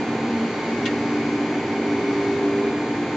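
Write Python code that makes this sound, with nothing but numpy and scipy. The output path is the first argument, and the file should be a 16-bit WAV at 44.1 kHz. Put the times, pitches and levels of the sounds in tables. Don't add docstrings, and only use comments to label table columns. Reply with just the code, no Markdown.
import sys
import numpy as np
from scipy.fft import rfft, irfft, next_fast_len
from scipy.io import wavfile
from scipy.ndimage import map_coordinates

SR = 44100
rng = np.random.default_rng(int(sys.argv[2]) if len(sys.argv) > 2 else 0)


def wrap_up_sound(samples):
    columns = np.atleast_2d(samples).T
    tamed = np.clip(columns, -1, 1)
    steps = np.round(tamed * 32767).astype(np.int16)
    wavfile.write(sys.argv[1], SR, steps)


N = 139356

# frequency in Hz, density in dB per Hz.
RUSH_SPECTRUM = [(20, -44.5), (38, -30), (52, -20), (70, -21.5), (90, -6), (120, -5), (165, -6.5),
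                 (215, -0.5), (320, 3.5), (400, 1.5), (490, 0), (590, -5), (650, -6.5), (700, -3.5),
                 (810, -5), (880, -7), (1100, -9), (1300, -11), (1900, -11.5), (2300, -10.5), (2650, -17),
                 (3300, -20.5), (4200, -22), (5000, -25.5), (6000, -27), (6700, -28.5), (7500, -31.5)]
# time in seconds, level in dB.
RUSH_LEVEL = [(0, -28.5), (1.5, -28.5), (2.5, -28.5), (3.16, -29)]
# time in seconds, gain in dB.
HISS_GAIN = [(0, 0), (.9, 1), (1.7, -0.5), (2.2, 0.6), (2.8, -0.5), (3.16, 0)]
HISS_FROM_HZ = 1100

# centre in Hz, half-width in Hz, rms in dB before SINGING_GAIN.
SINGING = [(2210, 17, -46), (4880, 15, -62), (5703, 15, -62)]
# time in seconds, gain in dB.
SINGING_GAIN = [(0, -8), (.8, 5.5), (1.5, 1.5), (1.85, 3.5), (2.3, 6), (2.7, -11.5), (3.16, -6)]

# frequency in Hz, density in dB per Hz.
RATTLE_SPECTRUM = [(700, -36), (1500, -18), (2000, -3.5), (2500, -0.5), (2900, 0), (3300, -2.5), (3900, -5),
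                   (4600, -10), (6000, -13.5), (7500, -21.5)]
RATTLE_START_S, RATTLE_DB = .8535, -27.5
RATTLE_ATTACK_S, RATTLE_HOLD_S, RATTLE_T60_S = .004, 0.012, .11
# start in seconds, level in dB.
CONTACTS = [(.8555, -28.5), (.8615, -25), (.8675, -30.5), (.879, -34)]
# frequency in Hz, level in dB relative to the contact, T60 in seconds.
STEEL_MODES = [(1860, -7.5, .17), (2190, -9.5, 0.12), (2770, -4, 0.1), (3150, -10, 0.083),
               (3607, -9, 0.078), (3950, -14.5, .1), (6020, -22, .08), (7120, -20.5, .08)]

BUZZ_HZ = 300.07
BUZZ = {1: -33.5, 3: -42.5, 4: -53, 5: -50, 6: -52, 7: -47.5, 8: -47, 10: -56, 11: -56.5, 12: -60, 14: -56,
        15: -56.5, 16: -58, 19: -74, 20: -68.5, 21: -68.5, 22: -61.5, 23: -68, 24: -66, 25: -71, 26: -69.5}
# frequency in Hz, rms in dB.
WHINES = [(100, -57.5), (1615, -51.5), (2541, -58), (4402, -67.5), (4602, -72.5)]
LOW_WAVER_DB, TREBLE_WAVER_DB, WAVER_PER_S = 0.5, 2, 3
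MID_DRIFT_RAD, SIDE_DRIFT_RAD, DRIFT_PER_S = 0.46, 2, 2.5

# centre in Hz, half-width in Hz, rms in dB.
FRAME = [(120.2, 9.2, -46.5), (145.3, 7, -45), (181.4, 5.6, -45), (349.7, 8.7, -38), (430, 11, -40.5),
         (735, 28, -44), (787.5, 7, -44.5), (902, 20, -47), (1049, 26, -45), (2180, 6, -53)]
# centre in Hz, half-width in Hz, gain in dB on DRONE_LEVELS, steadiness 0-1.
DRONE = [(233, 7, -.2, 0.4), (290.3, 6, 0.33, .7), (398.3, 1.6, 0, 0.99)]
# time in seconds, low, middle, high in dB.
DRONE_LEVELS = [(0, -27, -34, -38), (0.2, -29, -35.5, -39), (0.38, -25.5, -35.5, -43.5),
                (0.6, -33.5, -39, -42), (0.8, -26, -35, -36), (1.0, -32.5, -29, -36), (1.2, -29, -29, -33),
                (1.5, -32.5, -27, -32), (1.75, -33, -31, -33.5), (2.0, -33, -26, -28),
                (2.2, -36, -29.5, -26.5), (2.45, -33.5, -26, -25), (2.68, -33.5, -29.5, -24),
                (2.85, -37, -32, -39), (3.15, -33.5, -31.5, -47)]

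# frequency in Hz, left minus right in dB.
LEAN = [(600, -2.1), (1100, -0.5), (1800, -0.3), (2500, 0), (2900, 1), (4500, 3.3), (6000, 2.8), (7500, 1)]
LEAN_HALVED_HZ = 540
# frequency in Hz, side relative to mid in dB.
WIDTH = [(120, -57), (280, -44), (400, -31), (520, -27.5), (1000, -18), (2000, -8.5), (4000, -4.5),
         (7000, -2)]
# frequency in Hz, gain in dB.
ROLL_OFF = [(7500, 0), (7780, -12), (7900, -12.5), (8400, -13.5), (8700, -22)]
TOP_HZ = 8750
NOTCH_HZ, NOTCH_HALF_WIDTH_HZ = 5410, 170


def amp(db):
    return 10 ** (np.asarray(db) / 20)


def unit(x):
    return x / np.sqrt(np.mean(x ** 2) + 1e-20)


def along(points, hz):
    f, v = np.transpose(points)
    return np.interp(np.log(hz + 1), np.log(f + 1), v)


def curves(rows):
    s, *columns = np.transpose(rows)
    return [np.interp(np.arange(N) / SR, s, column) for column in columns]


def wobble(knots_per_s):
    position = np.arange(N) * knots_per_s / SR
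    return map_coordinates(rng.standard_normal(256), [position], mode="mirror")


def filtered(x, response):
    m = next_fast_len(N + SR // 2)
    return irfft(rfft(x, m) * response(np.fft.rfftfreq(m, 1 / SR)), m)[..., :N]


def spread(hz):
    side = amp(along(WIDTH, hz))
    return np.array([np.ones_like(side), side]) / np.hypot(1, side)


def stereo(mid, side):
    return unit(np.array([mid + side, mid - side]))


def noise(spectrum):
    white = rng.standard_normal((2, N))
    return stereo(*filtered(white, lambda hz: amp(along(spectrum, hz)) * spread(hz)))


def resonance(hz, half_width_hz, steadiness):
    f = np.fft.fftfreq(N, 1 / SR)
    band = 1 / (1 + ((f - hz) / half_width_hz) ** 2)
    ring = np.fft.ifft(np.fft.fft(rng.standard_normal((2, N))) * band)
    envelope = unit(np.abs(ring))
    ring = ring.real / (envelope ** 2 + 0.024) ** (np.clip(steadiness, 0, 1) / 2)
    return stereo(*(ring * spread(hz)[:, None]))


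def tone(hz):
    waver_db = np.interp(hz, [900, 3000], [LOW_WAVER_DB, TREBLE_WAVER_DB])
    phase = 2 * np.pi * hz * np.arange(N) / SR
    pair = []
    for drift_rad in (MID_DRIFT_RAD, SIDE_DRIFT_RAD):
        level = amp(waver_db * wobble(WAVER_PER_S))
        offset = rng.uniform(0, 2 * np.pi) + drift_rad * wobble(DRIFT_PER_S)
        pair.append(unit(level * np.sin(phase + offset)))
    return stereo(*(np.array(pair) * spread(hz)[:, None]))


def rush():
    air = noise(RUSH_SPECTRUM)
    hiss = filtered(air, lambda hz: 1 - 1 / (1 + (hz / HISS_FROM_HZ) ** 2))
    hiss_gain = amp(curves(HISS_GAIN)[0])
    return amp(curves(RUSH_LEVEL)[0]) * (air + (hiss_gain - 1) * hiss)


def bearings():
    singing = sum(amp(db) * resonance(hz, half_width, steadiness=.5) for hz, half_width, db in SINGING)
    return amp(curves(SINGING_GAIN)[0]) * singing


def clack():
    now = np.arange(N) / SR
    t = now - RATTLE_START_S
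    attack = np.clip(t / RATTLE_ATTACK_S, 0, 1)
    decay = amp(-60 * np.maximum(t - RATTLE_HOLD_S, 0) / RATTLE_T60_S)
    out = amp(RATTLE_DB) * attack * decay * noise(RATTLE_SPECTRUM)
    age = now[:SR // 3]
    for start_s, contact_db in CONTACTS:
        start = round(start_s * SR)
        for hz, mode_db, t60_s in STEEL_MODES:
            phase = rng.uniform(0, 2 * np.pi) + .5 * rng.standard_normal((2, 1))
            envelope = amp(contact_db + mode_db - 60 * age / t60_s)
            out[:, start:start + len(age)] += envelope * np.sin(2 * np.pi * hz * age + phase)
    return out


def motor():
    buzz = sum(amp(db) * tone(k * BUZZ_HZ) for k, db in BUZZ.items())
    whines = sum(amp(db) * tone(hz) for hz, db in WHINES)
    return buzz + whines


def drone():
    out = sum(amp(db) * resonance(hz, half_width, steadiness=.3) for hz, half_width, db in FRAME)
    for (hz, half_width, gain_db, steadiness), level_db in zip(DRONE, curves(DRONE_LEVELS)):
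        out = out + amp(level_db + gain_db) * resonance(hz, half_width, steadiness)
    return out


def scene():
    def lean_gains(hz):
        lean_db = along(LEAN, hz) * hz ** 4 / (hz ** 4 + LEAN_HALVED_HZ ** 4)
        return amp(np.outer([.5, -.5], lean_db))

    return filtered(rush() + bearings() + clack() + motor() + drone(), lean_gains)


def record(dry):
    def response(hz):
        offset_hz = hz - NOTCH_HZ
        notch = np.abs(offset_hz) / np.hypot(offset_hz, NOTCH_HALF_WIDTH_HZ)
        return notch * amp(along(ROLL_OFF, hz)) * (hz < TOP_HZ)

    return filtered(dry, response)


dry = scene()
out = record(dry)
wrap_up_sound(out)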